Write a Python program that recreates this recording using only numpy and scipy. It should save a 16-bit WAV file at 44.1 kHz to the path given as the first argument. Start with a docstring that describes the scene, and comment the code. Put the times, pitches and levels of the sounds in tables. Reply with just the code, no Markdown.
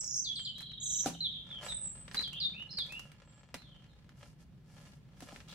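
"""First you hear a small bird's high trill and a brief rustle, over a low, distant outdoor rumble.
More birds chirp and whistle in the walled garden, each singing a nearly pure tone that slides in pitch.
Close by, a limp vinyl inflatable is unfolded on a bench: its creases snap, loose folds flop down,
and at the end vinyl scrapes on vinyl. The wall echoes the nearer birds, and the shrubs scatter
both the birdsong and the vinyl sounds."""
import sys
import numpy as np
from scipy import signal
from scipy.fft import rfft, irfft, next_fast_len
from scipy.io import wavfile
from scipy.ndimage import uniform_filter1d

SR = 44100
rng = np.random.default_rng(int(sys.argv[2]) if len(sys.argv) > 2 else 0)


def generate_wav(sig):
    """Save sig (samples, or channels by samples) to the path in sys.argv[1] as 16-bit PCM at SR."""
    pcm = np.round(np.clip(np.atleast_2d(sig).T, -1, 1) * 32767).astype(np.int16)
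    wavfile.write(sys.argv[1], SR, pcm)


N = 244314
TIME = np.arange(N) / SR

# Levels compare the rows of a table; the functions turn each layer up or down afterwards.
# Tone of the outdoor background: frequency_hz, level_db
AIR_SPECTRUM = [(20, -21.5), (35, -8), (55, 1.5), (90, -4.5), (150, 4.5), (210, -4), (300, -14.5),
                (450, -21), (750, -26.5), (1200, -32), (3500, -36.5), (7000, -46.5), (16000, -52.5)]
# Slow swell of that background: time_s, level_db
AIR_LEVELS = [(0, -58), (1.0, -56), (2.1, -55), (2.9, -56), (3.2, -59.5), (3.5, -61), (3.65, -57.5),
              (4.4, -57.5), (5.54, -56)]
# High trills; each syllable is a quick fall and a held tone: start_s, fall_length_s, fall_target_hz,
# fall_db, first_held_hz, last_held_hz, held_db, held_growth_db
HIGH_TRILLS = [(0.008, 0.0066, 5070, -32, 7300, 6294, -39, 15.5),
               (0.823, 0.025, 5840, -35, 8120, 7490, -40.5, 5.5)]
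# Chirps close by: start_s, length_s, start_hz, target_hz, level_db
NEAR_CHIRPS = [(0.0, 0.0093, 7220, 8580, -36), (0.138, 0.095, 8600, 6560, -53),
               (0.35, 0.11, 8290, 6720, -57.5), (0.801, 0.022, 6490, 7900, -46.5),
               (1.205, 0.013, 4030, 4210, -32.5), (1.233, 0.04, 4117, 2930, -34),
               (1.503, 0.086, 3640, 2806, -46), (1.683, 0.045, 4017, 3360, -41.5),
               (2.169, 0.026, 3984, 4057, -32), (2.707, 0.026, 5490, 4635, -47)]
# Swishes of the sheet as it is handled, or as a fold drops: start_s, end_s, level_db
SHEET_SWISHES = [(0, 0.073, -64), (0.555, 0.642, -69), (1.032, 1.087, -52), (1.602, 1.729, -51),
                 (2.102, 2.261, -54.5), (2.77, 3.13, -64.5), (4.145, 4.355, -66), (4.378, 4.45, -68),
                 (4.638, 5.01, -65), (5.143, 5.444, -61.5)]
# The loose sheet crumpling as it is lifted, spread and gathered: time_s, level_db
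CRUMPLE_LEVELS = [(0, -90), (1.35, -82), (1.5, -63), (1.88, -64), (2.05, -66.5), (2.7, -69), (3.35, -68),
                  (3.9, -72), (4.55, -83.5), (5.45, -68.5), (5.52, -54)]
# Tone of crumpling and of sliding: frequency_hz, level_db
CRUMPLE_SPECTRUM = [(150, -19.5), (380, -1.5), (700, 10), (1000, 1.5), (1800, 2.5), (3500, -4.5),
                    (6000, -11.5), (10000, -20.5), (16000, -65.5)]
SLIDE_SPECTRUM = [(500, -22), (2500, -8), (5000, 13.5), (7500, 8.5), (11000, 4.5), (13500, -2),
                  (16000, -28)]
# Bird notes that slide down: start_s, length_s, target_hz, glide_s, end_level_db, swell_db
FALLING_NOTES = [(0.243, 0.09, 3327, 0.013, -38, 0.5), (0.357, 0.052, 3115, 0.01, -44.5, -7.5),
                 (0.449, 0.058, 2995, 0.011, -44.5, -7.5), (2.224, 0.055, 3160, 0.0086, -45.5, -9),
                 (2.401, 0.074, 3582, 0.014, -33, 1.5), (2.771, 0.062, 3294, 0.016, -39, -5)]
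# A soft note that slides up, sung twice: start_s, target_hz
RISING_NOTES = [(2.534, 3048), (2.892, 2915)]
# The loudest creases snapping through: start_s, level_db, treble_offset_db
CREASE_SNAPS = [(0.314, -58, -27), (0.393, -46, -43), (0.582, -51.5, -2.5), (0.606, -45.5, -7),
                (0.618, -51, -5), (0.717, -52, -51), (1.512, -51, -32), (1.626, -50.5, -15),
                (1.722, -41.5, -34), (2.08, -43, -28), (2.113, -42.5, -30), (2.145, -35.5, -8),
                (2.15, -33.5, -13.5), (2.193, -36, -27), (2.212, -43, -8), (2.277, -48.5, -8),
                (2.331, -55, 2), (2.624, -52, -16), (2.786, -40, -7.5), (2.864, -52.5, -7),
                (2.923, -49, -2), (2.994, -50.5, 0), (3.117, -51.5, -9.5), (3.542, -33.5, -14.5),
                (3.619, -51.5, -21.5), (3.842, -55.5, -36), (4.092, -53, -16), (5.205, -51, -2),
                (5.361, -46, -19), (5.403, -47.5, -29)]
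# Tone of a snap's body, bright edge and hollow pop: frequency_hz, level_db
SNAP_SPECTRUM = [(200, 1), (650, -8.5), (1000, -3.5), (1900, 0), (3500, -6), (6000, -12), (10000, -28),
                 (16000, -46.5)]
SNAP_TREBLE_SPECTRUM = [(1500, -3.5), (4000, 4.5), (7500, 1), (11000, -1.5), (16000, -14.5)]
SNAP_BASS_SPECTRUM = [(100, -22), (270, 1), (400, -9), (670, 12.5), (950, -1), (3000, -48)]
# Folds landing: start_s, thud_db, splash_db, splash_decay_s
FOLD_LANDINGS = [(1.059, -19.5, -35, 0.028), (1.068, -33, -56, 0.0128), (1.148, -42.5, -77, 0.014),
                 (3.543, -42, -47.5, 0.016), (5.222, -36.5, -52.5, 0.021), (5.325, -40, -61, 0.11)]
# Ringing of a slapped fold and the seat under it: pitch_hz, level_db, ring_s (time to fade by 60 dB)
FOLD_TONES = [(162.3, -14.5, 0.83), (238.3, -5, 0.21), (285.6, 0.5, 0.11), (466, -2.5, 0.043),
              (697, 4.5, 0.034), (780, -0.5, 0.055), (1307, -8, 0.046), (1520, -5.5, 0.021)]
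# Tone of the splash of creases after a landing: frequency_hz, level_db
SPLASH_SPECTRUM = [(200, 9.5), (700, 7), (1600, -4), (4000, -.5), (8000, -4), (12000, -12), (16000, -25)]
# Chirps from deep in the shrubs: start_s, length_s, start_hz, target_hz, level_db
DISTANT_CHIRPS = [(1.135, 0.022, 4190, 2430, -45), (1.312, 0.061, 3876, 3034, -38),
                  (1.904, 0.11, 8360, 7890, -49), (2.14, 0.035, 4480, 4700, -44.5),
                  (2.325, 0.063, 2806, 3890, -38.5), (2.691, 0.042, 4017, 4440, -45.5),
                  (3.251, 0.14, 7670, 7610, -67.5), (3.57, 0.028, 4150, 4060, -54),
                  (3.621, 0.15, 3650, 2810, -59.5), (3.884, 0.037, 4370, 3290, -67)]
# Path of a thin, high whistle: time_s, pitch_hz, level_db
WHISTLE_PATH = [(1.647, 7720, -46.5), (1.675, 7880, -54.5), (1.752, 7950, -39), (1.803, 8130, -50),
                (1.845, 7815, -37.5), (1.889, 7590, -47.5), (1.929, 7240, -63)]


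def undb(db):
    """Turn decibels into a number to multiply a sound by."""
    return 10 ** (np.asarray(db) / 20)


def add(out, start_s, sound):
    """Mix a sound into out, beginning at start_s."""
    start = max(int(start_s * SR), 0)
    part = sound[..., :max(N - start, 0)]
    out[..., start:start + part.shape[-1]] += part


def colour(sound, spectrum):
    """Give a sound the tone of a spectrum table; white noise keeps its overall power."""
    hz, db = np.transpose(spectrum)
    size = next_fast_len(sound.shape[-1] + 4096) * 2
    bin_hz = np.arange(size // 2 + 1) * SR / size
    gain = undb(np.interp(np.log(bin_hz + 1), np.log(hz), db))
    cepstrum = irfft(np.log(gain / np.sqrt(np.mean(gain ** 2))))
    # make the filter ring after a click, never before it
    cepstrum[1:size // 2] *= 2
    cepstrum[size // 2 + 1:] = 0
    return irfft(rfft(sound, size) * np.exp(rfft(cepstrum)))[..., :sound.shape[-1]]


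def pan(db):
    """Left and right gains; a negative db moves the sound to the right."""
    return undb(np.array([[db], [-db]]) / 2)


def from_right(sound, pan_db, lag_samples):
    """A sound on the right reaches the left side weaker and a little later."""
    return pan(pan_db) * np.array([np.interp(TIME - lag_samples / SR, TIME, sound), sound])


def widen(pair, wide_hz, bass_width):
    """Two unrelated signals become left and right: alike in the bass, apart in the treble."""
    treble = signal.sosfilt(signal.butter(1, wide_hz, "high", fs=SR, output="sos"), pair[1])
    side = bass_width * pair[1] + (1 - bass_width) * treble
    return np.array([pair[0] + side, pair[0] - side])


def scatter(sound, ring_s, onset_s):
    """Many tiny echoes, as off leaves and stones, blur into a tail that fades 60 dB in ring_s."""
    t = TIME[:SR]
    tail = rng.standard_normal((2, SR)) * np.exp(-np.log(1000) * t / ring_s) * (1 - np.exp(-t / onset_s))
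    tail /= np.sqrt(np.sum(tail ** 2, axis=1, keepdims=True))
    return signal.fftconvolve(np.atleast_2d(sound), tail, axes=1)[:, :N]


def bird_voice(hz, waver, overtone_db, ramp_s=0.002, tremble_db=0.5):
    """A bird's voice box makes a slightly unsteady, nearly pure tone with a faint octave above."""
    pitch_wobble, level_wobble = uniform_filter1d(rng.standard_normal((2, len(hz))), size=100) * 10
    phase = 2 * np.pi * np.cumsum(hz * (1 + waver * pitch_wobble)) / SR
    tone = (np.sin(phase) + undb(overtone_db) * np.sin(2 * phase)) * undb(tremble_db * level_wobble)
    soft_ends = signal.windows.tukey(len(hz), min(2 * ramp_s * SR / len(hz), 1))
    return np.sqrt(2) * tone * soft_ends


def note(length_s, start_hz, target_hz, glide_s, db, swell_db=0, waver=0.015, overtone_db=-42):
    """One bird note: the pitch slides towards a target; the level changes by swell_db to end at db."""
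    t = TIME[:int(length_s * SR)]
    hz = target_hz + (start_hz - target_hz) * np.exp(-t / glide_s)
    return bird_voice(hz, waver, overtone_db) * undb(db + swell_db * (t / length_s - 1))


def crackle(samples, per_second, spread_db):
    """Vinyl buckles in tiny clicks at random times and strengths, on two channels."""
    sizes = undb(spread_db * np.minimum(rng.exponential(size=samples), 4))
    clicks = (rng.random(samples) < per_second / SR) * sizes * rng.standard_normal((2, samples))
    return clicks / np.sqrt(np.mean(clicks ** 2) + 1e-18)


def air():
    """A distant rumble under a faint hiss, slowly swelling and sinking."""
    level = undb(np.interp(TIME, *np.transpose(AIR_LEVELS)))
    noise = colour(rng.standard_normal((2, N)), AIR_SPECTRUM) * level
    return widen(noise, wide_hz=1800, bass_width=.25)


def trills(count=6, period_s=0.0332, jitter_s=0.001, top_hz=7910, sag=0.046, growth_db=6, held_s=0.013):
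    """A bird repeats a fast, buzzy syllable, each one louder and lower than the last."""
    song = np.zeros(N)
    for start_s, fall_s, target_hz, fall_db, first_hz, last_hz, held_db, held_growth_db in HIGH_TRILLS:
        for k, held_hz in enumerate(np.linspace(first_hz, last_hz, count)):
            at_s = start_s + k * period_s + rng.normal() * jitter_s
            along = k / (count - 1) - .5  # -0.5 on the first syllable, +0.5 on the last
            fall = note(fall_s, top_hz, target_hz * (1 - sag * along), 0.37 * fall_s,
                        fall_db + growth_db * along, swell_db=1, waver=0.017, overtone_db=-29.5)
            held = note(held_s, held_hz, held_hz * 0.9458, held_s,
                        held_db + held_growth_db * along, waver=0.011, overtone_db=-39.5)
            add(song, at_s, fall)
            add(song, at_s + 0.016, held)
    return song


def near_chirps(glide_share=0.8):
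    """Plain chirps, each one bend in pitch, split between a high voice and a low one."""
    high, low = np.zeros((2, N))
    for start_s, length_s, start_hz, target_hz, db in NEAR_CHIRPS:
        chirp = note(length_s, start_hz, target_hz, glide_share * length_s, db, swell_db=-1)
        add(high if target_hz > 4500 else low, start_s, chirp)
    return high, low


def rustle():
    """Each swish swells and fades: crumpling sheds small clicks, sliding adds a finer hiss."""
    motion = np.zeros(N)
    for start_s, end_s, db in SHEET_SWISHES:
        motion += undb(db) * np.sin(np.pi * np.clip((TIME - start_s) / (end_s - start_s), 0, 1))
    crumpling = np.hypot(motion, undb(np.interp(TIME, *np.transpose(CRUMPLE_LEVELS))))
    sliding = undb(-6) * motion
    clicks = crackle(N, per_second=700, spread_db=4.5)
    clicks = undb(-3) * clicks + undb(-2) * scatter(clicks, ring_s=0.029, onset_s=0.0036)
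    grit = crackle(N, per_second=9000, spread_db=3)
    return colour(clicks * crumpling, CRUMPLE_SPECTRUM) + colour(grit * sliding, SLIDE_SPECTRUM)


def sliding_notes(fall_from_hz=5090):
    """A lower bird voice sings notes that slide down, and softly swelling ones that slide up."""
    song = np.zeros(N)
    for start_s, length_s, target_hz, glide_s, db, swell_db in FALLING_NOTES:
        add(song, start_s, note(length_s, fall_from_hz, target_hz, glide_s, db, swell_db, waver=0.012))
    for start_s, target_hz in RISING_NOTES:
        rise = note(0.093, start_hz=2345, target_hz=target_hz, glide_s=0.047, db=-43.5, swell_db=9.5)
        add(song, start_s, rise)
    return song


def snaps(give_s=0.00055, crack_s=0.00096, flutter_s=0.012, flutter_db=-14):
    """A soft crease gives way with a crack, and the loose sheet around it flutters out."""
    body, treble, bass = np.zeros((3, 2, N))
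    t = TIME[:SR // 10]
    fade = np.exp(-t / crack_s) + undb(flutter_db) * np.exp(-t / flutter_s)
    shape = (1 - np.exp(-t / give_s)) * fade
    for start_s, db, treble_offset_db in CREASE_SNAPS:
        burst = rng.standard_normal((2, len(t))) * shape
        add(body, start_s, burst * undb(db + 4.5))
        add(treble, start_s, burst * undb(db + treble_offset_db + 9))
        add(bass, start_s, burst * undb(db - 45))
    return (colour(body, SNAP_SPECTRUM) + colour(treble, SNAP_TREBLE_SPECTRUM)
            + colour(bass, SNAP_BASS_SPECTRUM))


def twitter(count=12, gap_s=0.0334, slowing_s=0.0012):
    """A bird in the leaves sings two notes at once, one on each side of its voice box, and slows down."""
    song, start_s = np.zeros(N), 0.552
    for k, (upper, lower) in enumerate(1 + .02 * rng.standard_normal((count, 2))):
        add(song, start_s, note(0.012, 3650 * upper, 4050 * upper, glide_s=0.0084, db=-42, waver=.014))
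        add(song, start_s, note(0.019, 3700 * lower, 3080 * lower, glide_s=0.0076, db=-47, waver=.0088))
        start_s += gap_s + k * slowing_s
    leaves = undb(-4) * scatter(song, ring_s=.09, onset_s=.002)
    garden = undb(-9) * scatter(song, ring_s=.55, onset_s=.01)
    return undb(-8) * song + leaves + garden


def flops(attack_s=0.00051):
    """A loose fold lands: a hollow thud, and a splash of creases as it settles."""
    thuds, splashes = np.zeros(N), np.zeros((2, N))
    t = TIME[:SR // 3]
    for start_s, thud_db, splash_db, decay_s in FOLD_LANDINGS:
        detune = 1 + 0.023 * rng.standard_normal(len(FOLD_TONES))
        ring = sum(undb(db - 60 * t / ring_s) * np.sin(2 * np.pi * hz * detune[k] * t) * (-1) ** k
                   for k, (hz, db, ring_s) in enumerate(FOLD_TONES))
        add(thuds, start_s, undb(thud_db - 10.5) * ring * (1 - np.exp(-t / attack_s)))
        creases = crackle(len(t), per_second=12000, spread_db=-2.5)
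        add(splashes, start_s, undb(splash_db) * creases * np.exp(-t / decay_s))
    return thuds, colour(splashes, SPLASH_SPECTRUM)


def far_chirps(glide_share=0.8):
    """Birds deep in the shrubs are heard mostly as scattered sound; the lower ones are raspier."""
    song = np.zeros(N)
    for start_s, length_s, start_hz, target_hz, db in DISTANT_CHIRPS:
        rasp = .009 if target_hz > 4500 else .035
        add(song, start_s, note(length_s, start_hz, target_hz, glide_share * length_s, db, waver=rasp))
    return undb(-9.5) * song + undb(-3.5) * scatter(song, ring_s=0.47, onset_s=0.0027)


def whistle():
    """A bird holds one thin, high tone that pulses in loudness."""
    song = np.zeros(N)
    time_s, hz, db = np.transpose(WHISTLE_PATH)
    t = np.arange(time_s[0], time_s[-1], 1 / SR)
    tone = bird_voice(np.interp(t, time_s, hz), waver=0.0052, overtone_db=-53)
    add(song, time_s[0], tone * undb(np.interp(t, time_s, db)))
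    return song


def scrape(start_s=5.478, rise_s=0.0067, db=-59, centre_hz=3600, width_hz=1100):
    """Vinyl drags on vinyl: many tiny slips ring in one broad band of pitch."""
    slips = crackle(N, per_second=2500, spread_db=2)
    slips = signal.lfilter(*signal.iirpeak(centre_hz, centre_hz / width_hz, fs=SR), slips)
    return slips / np.std(slips) * undb(db) * np.clip((TIME - start_s) / rise_s, 0, 1)


def walled_garden(song, echo_s=0.008):
    """Nearby song arrives directly, bounces off the wall and scatters around the garden."""
    wall = undb(-4) * scatter(song, ring_s=.2, onset_s=.008)
    add(wall, echo_s, undb(-8) * song)
    garden = undb(-5) * scatter(song, ring_s=0.36, onset_s=0.0052)
    return undb(-2) * song + wall + garden


def scene():
    """The vinyl close by, the birds around it, the air behind."""
    high_chirps, low_chirps = near_chirps()
    high_bird = from_right(trills() + high_chirps + whistle(), pan_db=-4, lag_samples=2)
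    low_bird = from_right(low_chirps + sliding_notes(), pan_db=-1.2, lag_samples=3)
    birds = walled_garden(high_bird + low_bird) + twitter() + far_chirps()
    thuds, splashes = flops()
    crinkles = widen(rustle() + snaps() + splashes + scrape(), wide_hz=2200, bass_width=.12)
    vinyl = pan(-.6) * (crinkles + thuds)
    vinyl_echo = undb(-9.5) * scatter(vinyl, ring_s=0.23, onset_s=0.0018)
    return air() + birds + vinyl + vinyl_echo


def record(dry, top_hz=15800):
    """The recorder cuts off the very highest treble."""
    return signal.sosfilt(signal.ellip(8, .2, 70, top_hz, fs=SR, output="sos"), dry)


dry = scene()
out = record(dry)
generate_wav(out)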